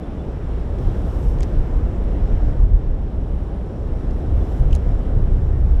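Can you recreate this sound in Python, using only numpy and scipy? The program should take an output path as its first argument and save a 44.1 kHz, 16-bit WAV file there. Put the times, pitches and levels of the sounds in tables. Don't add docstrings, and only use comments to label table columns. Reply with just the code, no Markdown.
import sys
import numpy as np
from scipy import signal
from scipy.fft import rfft, irfft, next_fast_len
from scipy.io import wavfile
from scipy.ndimage import uniform_filter1d

SR = 44100
rng = np.random.default_rng(int(sys.argv[2]) if len(sys.argv) > 2 else 0)


def wav_out(sig):
    wavfile.write(sys.argv[1], SR, np.round(np.clip(np.atleast_2d(sig).T, -1, 1) * 32767).astype(np.int16))


def to_linear_factor(level_db):
    exponent = np.asarray(level_db, float) / 20
    return 10 ** exponent


N = 255780

# [t/s, length/s, f/Hz, glide/Hz, peak level/dB]
BIRD_NOTES = [
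    (.03, 0.025, 3400, 142.5, -53),
    (.175, 0.056, 3500, -60, -56),
    (4.4, .022, 3450, 58, -56),
    (5.49, 0.12, 1860, 2, -53.5),
]

# [t/s, level/dB, length/s]
INSECT_RESTS = [(.3, -5, 0.26), (1.1, -3, .4), (1.65, -10, 0.46), (2.35, -3, .4), (2.85, -7, 0.52),
                (3.8, -5, .2), (4.55, -2.5, 0.55), (4.9, -6, .2)]
INSECT_HZ, INSECT_RATE_HZ, INSECT_PHASE, INSECT_DB = 9070, 63.06, .7, -72.5

# [t/s, firings per s]
ENGINE_FIRING = [(0, 23.7), (2.3, 23.76), (3.0, 23.45), (3.7, 23.2), (4.3, 23.2), (5.8, 23.7)]
ENGINE_PHASE = .45
INJECTOR_HZ, INJECTOR_DB = 11800, -33
WHINE_HZ, WHINE_DB = 13699, -41

# [t/s, roar level/dB]
FUNNEL_ROAR = [(0, -35), (.3, -33.5), (.6, -35), (.9, -31.5), (1.8, -32.5), (2.2, -31.5), (2.6, -33.5),
               (3.2, -32.5), (3.9, -33.5), (4.3, -31), (4.8, -33), (5.1, -32), (5.8, -35)]
# [t/s, level/dB over the mean hiss]
SHOWERS = [(0, -1), (.6, .5), (1.3, 1.5), (1.8, 0.5), (2.5, 0), (3.9, -1), (4.3, .5), (4.9, 0), (5.8, -2)]
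# [f/Hz, level/dB per Hz]
RUMBLE_SPECTRUM = [(95, -18), (130, -2), (180, 1.5), (250, -8), (330, -29.5)]
ROAR_SPECTRUM = [(150, -26), (250, -4.5), (428, -8), (468, -9.5), (523, -11), (568, -12.5), (643, -14),
                 (1300, -31.5), (1690, -63), (2860, -120)]
HISS_SPECTRUM = [(700, -1.5), (950, -4.5), (1500, -6), (2500, -16), (3000, -16), (3800, -20.5),
                 (4500, -27.5), (6500, -32.5), (8300, -34), (10500, -42.5), (13000, -45), (15600, -49)]
# [f/Hz, width/Hz, level/dB]
CABIN_HOLLOWS = [(5500, 670, 1), (7450, 400, -3.5), (12100, 770, -5)]
ROAR_MEAN_DB, HISS_DB = -33, -51
RUMBLE_DB, RUMBLE_FOLLOW = -33.5, 1.3

# [f/Hz, level/dB per Hz]
SWISH_SPECTRUM = [(2940, -30), (5000, -5), (5440, 1.5), (6490, -5), (7580, -4), (10600, -9), (12100, -6.5),
                  (14000, -13), (15500, -15.5)]
# [t/s after the start, level/dB under the fastest moment]
WIPE_SPEED = [(0, -34), (.04, -8.5), (.26, -8), (.48, -1), (.54, -1.5), (.59, -8.5), (.7, -11.5),
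              (1.19, -16), (1.26, -27.5)]
# [t/s, peak level/dB, steepness: drier glass is steeper]
WIPER_STROKES = [
    (.76, -64, .9),
    (4.07, -66.5, 1.4),
]
# [t/s, blade peak level/dB, blade f/Hz, arm peak level/dB, arm f/Hz]
WIPER_TICKS = [(.7688, -55, 9000, -47, 2800), (.7843, -48, 8000, -48, 2500), (.7872, -45, 5500, -41, 2500),
               (1.387, -46, 5500, -39, 2300), (1.3973, -50, 5500, -47, 3000),
               (1.4203, -47, 5000, -45, 3200), (1.4251, -39, 5500, -39, 2600),
               (1.4313, -27, 5600, -29, 1760), (1.436, -35, 5800, -35, 1900),
               (1.4429, -43, 6000, -45, 2500), (4.1095, -46, 5400, -46, 2500),
               (4.7101, -46, 6000, -42, 2500), (4.7202, -51, 7000, -46, 2400),
               (4.7451, -39, 5500, -43, 2500), (4.7515, -26, 7000, -35, 4000),
               (4.7558, -39, 6000, -37, 2400), (4.7623, -35, 5500, -44, 3500)]
# [t/s, blade peak level/dB, blade f/Hz, arm peak level/dB, arm f/Hz]
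LIP_FLIPS = [
    (1.4058, -34, 7000, -44, 3200),
    (1.4074, -39, 6000, -35, 2200),
    (4.728, -40, 6200, -34, 3000),
    (4.7298, -38, 7300, -34, 3000),
]
TICK_MS, FLIP_MS = .2, 1.2
RATTLE_DB = 2

# [f/Hz, level/dB per Hz]
BUFFET_SPECTRUM = [(7.1, -36), (12, -8.5), (38, 8), (54, -1.5), (75, -9), (98, -29), (160, -120)]
FLUTTER_SPECTRUM = [(32, -34), (55, 5.5), (150, -12), (200, -45), (330, -120)]
# [t/s, flutter level/dB]
WIND_FLOW = [(0, -31.5), (.25, -27), (.8, -22.5), (1.0, -21.5), (1.55, -22), (1.8, -26), (2.3, -23.5),
             (2.65, -21), (3.0, -27), (3.8, -25.5), (4.2, -26.5), (4.37, -15), (4.5, -24.5), (4.62, -16.5),
             (5.05, -27), (5.16, -21), (5.62, -15), (5.8, -22)]
# [t/s, buffet peak level/dB, length/s]
BIG_EDDIES = [(0.556, -29, 0.11), (0.879, -19.5, .08), (1.16, -26, 0.087), (1.283, -17.5, 0.047),
              (1.402, -19.5, 0.09), (1.591, -14, 0.074), (1.76, -17, 0.096), (1.856, -19.5, 0.11),
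              (2.067, -22, 0.23), (2.233, -16, 0.047), (2.347, -14, 0.081), (2.472, -12.5, 0.075),
              (2.627, -9.5, 0.069), (2.739, -10, 0.069), (2.895, -11, 0.086), (3.043, -19.5, .08),
              (3.199, -20, 0.066), (3.357, -23, 0.15), (3.928, -25.5, 0.16), (4.115, -19.5, 0.096),
              (4.283, -17.5, 0.026), (4.352, -26, 0.035), (4.648, -18, 0.098), (4.735, -16, 0.052),
              (4.922, -18, 0.24), (5.073, -20.5, 0.042), (5.183, -13.5, 0.1), (5.313, -15, 0.11),
              (5.696, -18, 0.13), (5.764, -16, 0.083)]
LULL_DB, EDDY_FLUTTER_DB = -2, -13.5

DUCK_S, DUCK_DB, DUCK_ATTACK_S, DUCK_RELEASE_S = 2.63, -3, 0.037, 1


def level(x, db):
    return x * to_linear_factor(db) / np.sqrt(np.mean(x ** 2))


def read(table):
    s, *columns = np.transpose(table)
    return [np.interp(np.arange(N) / SR, s, c) for c in columns]


def bumps(rows):
    t = np.arange(N) / SR
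    return sum(height * np.exp(-(2 * (t - s) / length) ** 2) for s, height, length in rows)


def band(x, lo_hz, hi_hz):
    return signal.sosfilt(signal.butter(4, [lo_hz, hi_hz], "band", fs=SR, output="sos"), x)


def ring(x, hz, width_hz):
    return signal.lfilter(*signal.iirpeak(hz, hz / width_hz, fs=SR), x)


def walk(rate):
    hold = int(SR / rate)
    steps = np.repeat(rng.standard_normal(N // hold + 1), hold)
    smooth = uniform_filter1d(uniform_filter1d(steps, hold), hold)[:N]
    return smooth / smooth.std()


def turbulence(spectrum, ref_hz, swell_db, flicker_db, flicker_rate):
    hz, db = np.transpose(spectrum)
    size = next_fast_len(N)
    octave = np.log2(np.fft.rfftfreq(size, 1 / SR) + 1)
    colour = to_linear_factor(np.interp(octave, np.log2(hz), db, left=-120, right=-120))
    noise = rfft(rng.standard_normal(size)) * colour
    swell = swell_db * walk(flicker_rate / 2)
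    out = 0
    for centre in np.arange(np.log2(hz[0]), np.log2(hz[-1]) + .5, .5):
        share = np.clip(1 - 2 * np.abs(octave - centre), 0, 1)
        flicker = flicker_db * walk(flicker_rate)
        out = out + irfft(noise * share, size)[:N] * to_linear_factor(swell + flicker)
    return out / band(out, *ref_hz).std()


def steady(x, span_s, depth):
    power = uniform_filter1d(x ** 2, int(span_s * SR))
    y = x / (power + .02) ** (depth / 2)
    return y * x.std() / y.std()


def duck_db():
    t = np.clip(np.arange(N) / SR - DUCK_S, 0, None)
    return DUCK_DB * np.clip(t / DUCK_ATTACK_S, 0, 1) * np.exp(-(t / DUCK_RELEASE_S) ** 2)


def birds():
    out = np.zeros(N)
    for s, length, hz, glide_hz, db in BIRD_NOTES:
        u = np.linspace(0, 1, int(length * SR))
        i = int(s * SR)
        note = np.sin(2 * np.pi * np.cumsum(hz + glide_hz * u) / SR)
        out[i:i + len(u)] += to_linear_factor(db) * np.sin(np.pi * u) * note
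    return out


def insect():
    phase = np.arange(N) / SR * INSECT_RATE_HZ + INSECT_PHASE
    contact = np.clip(.4 - 1.6 * np.cos(2 * np.pi * phase), 0, 1)
    wing = np.sin(2 * np.pi * np.cumsum(INSECT_HZ + 45 * walk(50)) / SR)
    throb = level(contact * to_linear_factor(1.5 * walk(40)) * wing, -1.5)
    return throb * to_linear_factor(INSECT_DB + bumps(INSECT_RESTS) + .6 * duck_db())


def injectors():
    phase = np.cumsum(read(ENGINE_FIRING)[0]) / SR + ENGINE_PHASE
    size = to_linear_factor(2.2 * rng.standard_normal(200))[phase.astype(int)]
    puff = size * np.exp(-(phase % 1) / .05) * rng.standard_normal(N)
    return level(ring(ring(puff, INJECTOR_HZ, 2200), INJECTOR_HZ, 2200), 0)


def idling_car():
    whine = np.sin(2 * np.pi * WHINE_HZ * np.arange(N) / SR)
    return to_linear_factor(WHINE_DB) * whine + to_linear_factor(INJECTOR_DB) * injectors()


def leaves_and_rain():
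    hiss = turbulence(HISS_SPECTRUM, (1300, 3500), 0.4, 0.79, 14)
    return hiss + sum(to_linear_factor(db) * ring(hiss, hz, width) for hz, width, db in CABIN_HOLLOWS)


def storm():
    swell_db = read(FUNNEL_ROAR)[0] - ROAR_MEAN_DB
    duck = duck_db()
    rumble_db = RUMBLE_DB + RUMBLE_FOLLOW * swell_db + 0.18 * duck
    roar_db = ROAR_MEAN_DB + swell_db + 0.84 * duck
    hiss_db = HISS_DB + read(SHOWERS)[0] + 1.4 * duck
    rumble = steady(turbulence(RUMBLE_SPECTRUM, (130, 260), 0.15, 0.33, 33), 0.25, 0.16)
    roar = turbulence(ROAR_SPECTRUM, (260, 900), 0.22, 0.4, 7.3)
    hiss = leaves_and_rain() + idling_car()
    return to_linear_factor(rumble_db) * rumble + to_linear_factor(roar_db) * roar + to_linear_factor(hiss_db) * hiss


def wiper_swish():
    grain = to_linear_factor(1.6 * rng.exponential(size=N))
    swish = turbulence(SWISH_SPECTRUM, (10000, 15000), .5, .6, 30) * grain
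    swish = swish / band(swish, 10000, 15000).std()
    gain = 0
    for start, top_db, steepness in WIPER_STROKES:
        stroke = [(start + s, top_db + steepness * db) for s, db in WIPE_SPEED]
        gain = gain + to_linear_factor(read(stroke)[0])
    return swish * gain


def wiper_rattle():
    out = np.zeros(N)
    rows = [(*r, TICK_MS) for r in WIPER_TICKS] + [(*r, FLIP_MS) for r in LIP_FLIPS]
    t = np.arange(int(0.022 * SR)) / SR
    bursts = rng.standard_normal((len(rows), len(t)))
    bursts[:len(WIPER_TICKS), 0] = 3
    for (s, blade_db, blade_hz, arm_db, arm_hz, slip_ms), burst in zip(rows, bursts):
        slip = burst * np.exp(-t / slip_ms * 1000)
        slip = slip + to_linear_factor(-18) * burst * np.exp(-t / 0.0038)
        blade = ring(slip, blade_hz, 3000)
        blade = band(ring(blade, blade_hz, 3000) + to_linear_factor(-17) * blade, 3500, 15000)
        arm = ring(slip, arm_hz, 1800) + to_linear_factor(5) * ring(slip, arm_hz, 300)
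        arm = band(arm, 900, 4460)
        i = int(s * SR)
        for part, db in ((blade, blade_db), (arm, arm_db)):
            out[i:i + len(t)] += to_linear_factor(db + RATTLE_DB) * part / np.abs(part).max()
    return out


def wind():
    flow = to_linear_factor(read(WIND_FLOW)[0])
    eddies = bumps([(s, to_linear_factor(db), length) for s, db, length in BIG_EDDIES])
    buffet = steady(turbulence(BUFFET_SPECTRUM, (20, 60), .2, 0.34, 23), 0.11, 0.75)
    flutter = steady(turbulence(FLUTTER_SPECTRUM, (60, 130), 0.12, 0.2, 4.5), 0.059, 0.84)
    gusts = (to_linear_factor(LULL_DB) * flow + eddies) * buffet
    gusts = gusts + (to_linear_factor(-2) * flow + to_linear_factor(EDDY_FLUTTER_DB) * eddies) * flutter
    return signal.lfilter(*signal.butter(2, 500, fs=SR), gusts)


def scene():
    return (birds() + insect() + storm() + wiper_swish() + wiper_rattle() + wind())[None]


def top_cut(x):
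    return signal.sosfilt(signal.butter(12, 15650, fs=SR, output="sos"), x)


def record(dry):
    mix = np.tanh(0.83 * dry) / 0.98
    return top_cut(mix)


dry = scene()
out = record(dry)
wav_out(out)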